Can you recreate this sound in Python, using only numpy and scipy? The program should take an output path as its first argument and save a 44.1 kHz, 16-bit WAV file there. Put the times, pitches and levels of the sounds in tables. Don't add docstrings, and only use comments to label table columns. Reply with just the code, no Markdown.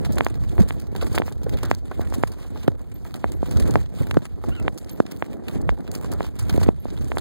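import sys
import numpy as np
from scipy import signal
from scipy.fft import rfft, irfft, next_fast_len
from scipy.io import wavfile

SR = 44100
rng = np.random.default_rng(int(sys.argv[2]) if len(sys.argv) > 2 else 0)


def put_to_file(sound):
    columns = np.atleast_2d(sound).T
    safe = np.clip(columns, -1, 1)
    whole_steps = np.round(safe * 32767)
    wavfile.write(sys.argv[1], SR, whole_steps.astype(np.int16))


N = 317608
TIME = np.arange(N) / SR

# t/s, lull depth/dB, time to its bottom/s, rumble/dB, flutter/dB,
# rustle/dB
TROT_STEPS = [(0.208, 5.5, 0.14, -20.5, -30, -50), (0.707, 6, 0.19, -24.5, -36.5, -54.5),
              (1.178, 13, 0.19, -21.5, -26.0, -40.5), (1.712, 12.0, 0.1, -22.5, -29, -46.5),
              (2.236, 4, 0.15, -28.5, -37.5, -52.5), (2.681, 7.5, 0.18, -27, -35, -53.5),
              (3.243, 5.5, 0.12, -31, -36.5, -53), (3.755, 9, 0.11, -19, -29, -49),
              (4.17, 9, 0.1, -25, -34.5, -48.5), (4.68, 3.5, 0.049, -32.5, -38.5, -56),
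              (5.224, 1, 0.037, -37.5, -35.5, -58.5), (5.692, 7, 0.075, -32, -31, -52),
              (6.207, 13, 0.2, -27, -32, -48.5), (6.686, 14.5, 0.083, -20, -32, -43.5),
              (7.171, 7, 0.24, -25, -32, -51.5)]
# t/s, rumble lift/dB, flutter lift/dB, half length/s
WIND_GUSTS = [(0.425, 8.5, 1, 0.049), (0.602, 16, 14.5, 0.028), (1.113, 5.5, -5.5, 0.024),
              (1.48, 5.5, 7, 0.084), (2.01, 3, -2, 0.04), (3.305, 6.5, 3.5, 0.079), (3.587, 6.5, 5, 0.14),
              (4.012, 8, 9.5, 0.017), (4.489, 10.5, 11, 0.029), (4.646, 6, 13, 0.038),
              (5.574, 9.5, 2.5, 0.039), (5.677, 19, -0.5, 0.04), (6.524, 9.5, 12, 0.16)]
# t/s, level/dB, decay/s, brightness (crunch turned down)/dB
LOUD_SCUFFS = [(0.047, -36, 0.0087, -4.5), (0.118, -37.5, 0.017, 5), (0.183, -23.5, 0.0015, -5),
               (0.247, -23, 0.00061, 25), (0.592, -45.5, 0.015, 11), (0.681, -40, 0.01, -2),
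               (0.797, -36.5, 0.0037, 5), (0.961, -34.5, 0.004, 0), (1.01, -39, 0.015, -7.5),
               (1.063, -42.5, 0.018, 10), (1.126, -37, 0.0066, 2), (1.147, -30, 0.0087, -2),
               (1.183, -25, 0.00092, -13.5), (1.323, -34, 0.0015, 7), (1.494, -32, 0.00098, -4),
               (1.63, -35, 0.0073, -1.5), (1.651, -35, 0.0049, 1), (1.71, -28, 0.0025, 11),
               (1.749, -30.5, 0.0012, 9), (2.139, -34, 0.009, -1), (2.227, -38, 0.0078, 0),
               (2.273, -38, 0.0042, 0), (2.318, -40, 0.0042, 6), (2.678, -27.5, 0.0015, -3.5),
               (3.141, -33.5, 0.0026, 0), (3.318, -37.5, 0.0037, -1.5), (3.51, -44, 0.0088, -6),
               (3.57, -33.5, 0.0014, 2), (3.598, -33, 0.0053, 0.5), (3.678, -30, 0.0013, 21),
               (3.708, -21, 0.0016, 41), (4.11, -24, 0.0023, 0.5), (4.252, -41.5, 0.0051, -6.5),
               (4.486, -44, 0.0061, -6), (4.775, -34.5, 0.0078, 9), (4.845, -41.5, 0.0022, 3),
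               (4.894, -37.5, 0.0035, 4), (5.112, -33.5, 0.0054, 4), (5.171, -39, 0.0015, 8),
               (5.482, -37.5, 0.0031, -11), (5.915, -28.5, 0.0016, 13), (5.95, -35, 0.0065, 2),
               (6.114, -34.5, 0.0088, 1), (6.388, -36, 0.011, 1), (6.493, -32, 0.0075, -4.5),
               (6.559, -39.5, 0.0039, -7.5), (6.601, -48, 0.036, -2), (6.63, -31, 0.0041, -7),
               (7.183, -29.5, 0.0024, -6)]
# t/s, level/dB, puff decay/s
HOOF_FALLS = [(0.065, -26.5, 0.0047), (0.178, -31, 0.0037), (0.816, -44, 0.005), (0.952, -22, 0.0086),
              (1.025, -17.5, 0.005), (1.146, -20, 0.012), (1.316, -35.5, 0.0072), (1.464, -23.5, 0.0085),
              (1.632, -20.5, 0.043), (1.914, -23, 0.0089), (2.009, -24, 0.027), (2.449, -32, 0.0076),
              (2.559, -28, 0.013), (2.719, -35, .003), (3.051, -30, 0.0098), (3.141, -32, 0.021),
              (4.144, -24.5, 0.012), (4.439, -20, 0.0031), (5.54, -34, 0.012), (5.777, -30, 0.0029),
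              (6.045, -25, 0.0072), (6.127, -26, 0.038), (6.496, -27, 0.028), (6.627, -26, 0.022)]
# f/Hz, level/dB, t60/s
KNOCK_MODES = [(375, -10.5, 0.033), (520, -8, 0.041), (810, -9.5, 0.038), (1045, -12, 0.02)]
# t/s, level/dB, spike width/s
AIR_POPS = [(0.1725, -16.5, 0.000077), (0.2079, 3, 0.000079), (0.2656, 0.0, 0.000095),
            (0.581, -12, 0.00011), (0.7073, -8.5, 0.000052), (1.1785, 0.5, 0.000071), (1.2, -7, 0.00037),
            (1.2198, -5.5, 0.000087), (1.2805, -15, 0.00014), (1.7134, 4.5, 0.000094),
            (1.9173, -18.5, 0.0001), (1.9946, -9.5, 0.00037), (2.124, -14, 0.00016), (2.2361, 2.5, 0.00012),
            (2.6804, 3, 0.00039), (3.2426, -1, 0.00013), (3.4295, -7.5, 0.00032), (3.7565, 4.5, 0.00012),
            (4.1115, -7.5, 0.000052), (4.1703, 4.5, 0.00045), (4.6803, 0.0, 0.000069), (5.0022, 4, 0.00032),
            (5.224, -2.5, 0.000094), (5.6919, -0.5, 0.000086), (6.2067, -5, 0.00015),
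            (6.2468, -19.5, 0.00011), (6.545, -8.5, 0.00099), (6.5795, -3.5, 0.00048),
            (6.6153, -12.5, 0.00021), (6.6673, -7.5, 0.001), (6.688, 5.5, 0.00087),
            (6.8551, -14.5, 0.00028), (7.1182, -6.5, 0.000087), (7.1712, -5.5, 0.00011)]
# t/s, level/dB, f/Hz, length/s
PORT_EDDIES = [(0.611, 0, 189, 0.0044), (1.029, -15, 520, 0.0021), (1.468, -13, 480, 0.0018),
               (2.185, -11, 261, 0.0019), (2.686, -5.5, 160, 0.002), (3.562, -4.5, 115, 0.0037),
               (4.176, -5.5, 168.5, 0.0033), (5.567, -22.5, 255, 0.011), (6.429, -13.5, 109, 0.0088),
               (6.525, -9.5, 165, 0.004)]
# t/s, level/dB
BUCKLE_TOUCHES = [(1.305, -54), (2.942, -46), (3.35, -54), (4.78, -55), (4.913, -40.5), (5.94, -53),
                  (6.8, -51)]
# t/s, f/Hz, level/dB
SQUEAK_CURVE = [(4.5, 1343, -65), (4.525, 1400, -47), (4.547, 1568, -55), (4.565, 1465, -49),
                (4.585, 1360, -47), (4.605, 1360, -49), (4.64, 1290, -76)]
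# f/Hz, level/dB
FLUTTER_EQ = [(90, -22), (160, 2.5), (230, 1.5), (350, -2.5), (500, -10), (750, -18), (1100, -32),
              (2000, -39), (4000, -86)]
RUMBLE_EQ = [(25, 5), (40, -5), (58, 1), (85, -2.5), (130, -8.5), (200, -17.5), (300, -52), (600, -95)]
RUSTLE_EQ = [(400, 9), (1000, 11), (1800, 7), (3000, 5), (4300, 2.5), (6000, -3.5), (8500, 1.5),
             (11500, -8.5), (14800, -2.5), (17000, -15)]
GRIT_EQ = [(2500, -32), (4500, 6), (6000, 1.5), (8500, 6), (12000, -3.5), (14800, 1), (17000, -11)]
CRUNCH_EQ = [(400, 4), (1000, 3.5), (1900, -0.5), (3000, 0), (4200, -1.5), (6000, -15)]
THUD_EQ = [(100, 11.5), (250, 13.5), (500, 3), (1000, -7), (1500, -5), (3000, -24), (8000, -43)]

RUMBLE_LULL_SHARE, RUSTLE_GUST_SHARE = 0.66, 0.64
LIGHT_SCUFF_COUNT, LIGHT_SCUFF_DB, LIGHT_SCUFF_S = 32, 9.5, 0.0017
REBOUND_HZ, SLOW_POP_S = 123, .00019
BUCKLE_HZ, BUCKLE_T60_S = 12575, 0.16
PORT_LAG_S, CUTOFF_HZ = .000357, 15900


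def from_db(db):
    return 10 ** (np.asarray(db) / 20)


def rms_one(x):
    return x / np.sqrt(np.mean(x ** 2) + 1e-20)


def cut(x, hz, kind, order=2):
    return signal.sosfilt(signal.butter(order, np.clip(hz, 10, .45 * SR), kind, fs=SR, output="sos"), x)


def add(track, s, piece):
    i = int(np.clip(round(s * SR), 0, N - 1))
    track[i:i + len(piece)] += piece[:N - i]


def drift(rate):
    pole = np.exp(-20 * np.pi * rate / SR)
    slow = signal.lfilter([1], [1, -2 * pole, pole * pole], rng.standard_normal(N // 10 + 2002))[2000:]
    return np.interp(np.arange(N) / 10, np.arange(len(slow)), rms_one(slow))


def coloured(source, eq):
    size = next_fast_len(N)
    hz, level_db = np.transpose(eq)
    bins = np.fft.rfftfreq(size, 1 / SR) + 1e-3
    gain = from_db(np.interp(np.log(bins), np.log(hz), level_db)) * np.minimum(bins / hz[0], 1) ** 2
    return rms_one(irfft(rfft(source, size) * gain, size)[:N])


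def noise(eq):
    return coloured(rng.standard_normal(N), eq)


def lumpy(x, depth_db, rate):
    return x * rms_one(from_db(depth_db * np.clip(drift(rate), -2, 2)))


def patchy(x, depth_db, rate):
    size = next_fast_len(N)
    spectrum, hz = rfft(x, size), np.fft.rfftfreq(size, 1 / SR)
    centres = [1000, 2000, 3500, 5500, 8000, 11000, 15000]
    bands = (irfft(spectrum * np.interp(hz, centres, share), size)[:N] for share in np.eye(len(centres)))
    return sum(lumpy(band, depth_db, rate) for band in bands)


def trot_envelopes():
    jolts, depths, lengths, *levels = np.transpose(TROT_STEPS)
    rumble_db, flutter_db, rustle_db = (np.interp(TIME, jolts, level) for level in levels)
    since = np.maximum(TIME - jolts[:, None], 0) / lengths[:, None]
    lull = depths @ (since * np.exp(1 - since)) ** 2
    peaks, rumble_lifts, flutter_lifts, halves = np.transpose(WIND_GUSTS)
    swells = np.exp(-np.minimum(((TIME - peaks[:, None]) / halves[:, None]) ** 2, 20))
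    gust = flutter_lifts @ swells
    return (rumble_db - RUMBLE_LULL_SHARE * lull + rumble_lifts @ swells,
            flutter_db - lull + gust,
            rustle_db - lull + RUSTLE_GUST_SHARE * gust)


def wind(eq, level_db, depth_db, rate):
    return lumpy(noise(eq), depth_db, rate) * from_db(level_db)


def rustle(rustle_db, bed_db, tick_db):
    sizes = from_db(8.75 * np.minimum(rng.exponential(1, N), 2)) * (rng.random(N) < 35 / SR)
    ticks = signal.lfilter([1], [1, -np.exp(-1 / (0.0027 * SR))], sizes + 1e-18)
    bed = lumpy(from_db(bed_db), depth_db=6.5, rate=13)
    hiss = lumpy(patchy(noise(RUSTLE_EQ), depth_db=3.5, rate=15), depth_db=3.0, rate=220)
    return hiss * (from_db(rustle_db) * (bed + from_db(tick_db) * ticks) + from_db(-80.5))


def sand_grains(per_second, spread_db):
    sizes = from_db(spread_db * np.minimum(rng.exponential(1, N), 3)) * rng.choice([-1, 1], N)
    return coloured(sizes * (rng.random(N) < per_second / SR), GRIT_EQ)


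def scuffs(cues, grit_db, crunch_db):
    grit_env, crunch_env, t = np.zeros(N), np.zeros(N), TIME[:SR // 10]
    for s, level_db, decay, bright_db in cues:
        envelope = from_db(level_db) * np.exp(-t / decay) * (1 - np.exp(-t / (0.27 * decay)))
        add(grit_env, s, envelope)
        add(crunch_env, s, from_db(-bright_db) * envelope)
    grit = from_db(grit_db) * grit_env * sand_grains(per_second=5000, spread_db=7.5)
    crunch = from_db(crunch_db) * crunch_env * noise(CRUNCH_EQ)
    return lumpy(patchy(grit + crunch, depth_db=3.0, rate=95), depth_db=4.0, rate=380)


def light_scuff_cues(rustle_db, spread_db, bright_db, bright_spread_db):
    times = (np.arange(LIGHT_SCUFF_COUNT) + rng.random(LIGHT_SCUFF_COUNT)) * TIME[-1] / LIGHT_SCUFF_COUNT
    force, stretch, colour = rng.uniform(-1, 1, (LIGHT_SCUFF_COUNT, 3)).T
    levels_db = np.interp(times, TIME, rustle_db) + LIGHT_SCUFF_DB + spread_db * force
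    return list(zip(times, levels_db, LIGHT_SCUFF_S * 2 ** stretch, bright_db + bright_spread_db * colour))


def hooves(puff_db, knock_db):
    puff_env, knocks, t = np.zeros(N), np.zeros(N), TIME[:SR // 5]
    for s, level_db, decay in HOOF_FALLS:
        add(puff_env, s, from_db(level_db) * np.exp(-t / decay))
        for hz, mode_db, t60 in KNOCK_MODES:
            detune, force = rng.standard_normal(2)
            ring = np.sin(2 * np.pi * hz * (1 + 0.12 * detune) * t) * np.exp(-np.log(1000) * t / t60)
            add(knocks, s, from_db(level_db + mode_db + 2 * force) * ring)
    return from_db(puff_db) * puff_env * noise(THUD_EQ) + from_db(knock_db) * knocks


def pops(ceiling_hz, hollow_hz, hollow_share):
    out, t = np.zeros(N), TIME[:1200] - TIME[200]
    for s, level_db, width in AIR_POPS:
        spike = 1 / np.cosh(np.minimum(np.abs(t / width), 20))
        spike = cut(spike, REBOUND_HZ * max(1, width / SLOW_POP_S), "high")
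        spike = cut(spike, ceiling_hz, "low", order=8)
        add(out, s + t[0], -from_db(level_db) * spike / np.abs(spike).max())
    return out - hollow_share * signal.lfilter(*signal.iirpeak(hollow_hz, 2, fs=SR), out)


def eddies():
    out = np.zeros(N)
    for s, level_db, hz, length in PORT_EDDIES:
        t = TIME - s
        envelope = np.exp(-np.abs(t) / (2 * length) - (t / (3 * length)) ** 2)
        out -= from_db(level_db) * envelope * np.cos(2 * np.pi * hz * t)
    return out


def buckle():
    out, t = np.zeros(N), TIME[:SR // 2]
    ring = np.sin(2 * np.pi * BUCKLE_HZ * t) + 0.69 * np.sin(2 * np.pi * (BUCKLE_HZ + 45) * t)
    for s, level_db in BUCKLE_TOUCHES:
        add(out, s, from_db(level_db - 2.0) * np.exp(-np.log(1000) * t / BUCKLE_T60_S) * ring)
    return out


def saddle(second_db, third_db):
    times, *curves = np.transpose(SQUEAK_CURVE)
    hz, level_db = (np.interp(TIME, times, curve) for curve in curves)
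    phase = 2 * np.pi * np.cumsum(hz * (1 + .025 * drift(250))) / SR
    tone = np.sin(phase) + from_db(second_db) * np.sin(2 * phase) + from_db(third_db) * np.sin(3 * phase)
    gate = (TIME > times[0]) & (TIME < times[-1])
    return gate * from_db(level_db + 1.5) * lumpy(tone, depth_db=-2.0, rate=106)


def scene():
    rumble_db, flutter_db, rustle_db = trot_envelopes()
    thuds = hooves(puff_db=-8.5, knock_db=-3.5)
    cues = list(LOUD_SCUFFS) + light_scuff_cues(rustle_db, spread_db=3, bright_db=11, bright_spread_db=4)
    left = wind(FLUTTER_EQ, flutter_db - 0.4, depth_db=7.5, rate=33)
    left += rustle(rustle_db, bed_db=-1.5, tick_db=-11.5) + scuffs(cues, grit_db=0.0, crunch_db=1.5)
    left += buckle() + saddle(second_db=5.0, third_db=-19.0)
    right = wind(FLUTTER_EQ, flutter_db - 0.54, depth_db=5.0, rate=97)
    right += wind(RUMBLE_EQ, rumble_db + 3.5, depth_db=2.0, rate=15)
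    right += rustle(rustle_db, bed_db=-1.0, tick_db=-1.13) + scuffs(cues, grit_db=0.7, crunch_db=1.0)
    right += pops(ceiling_hz=3430, hollow_hz=1370, hollow_share=0.48) + eddies()
    return np.array([left + thuds, right + thuds])


def record(dry):
    ports = cut(dry, 41.5, "high", order=7)
    delayed_time = TIME - round(PORT_LAG_S * SR) / SR
    opposite = np.array([np.interp(delayed_time, TIME, port) for port in ports[::-1]])
    wide = (ports - .94 * opposite) * from_db([[-1.1], [0]])
    top_cut = signal.ellip(10, .2, 70, CUTOFF_HZ, fs=SR, output="sos")
    return signal.sosfilt(top_cut, np.clip(wide, -1, 1))


dry = scene()
out = record(dry)
put_to_file(out)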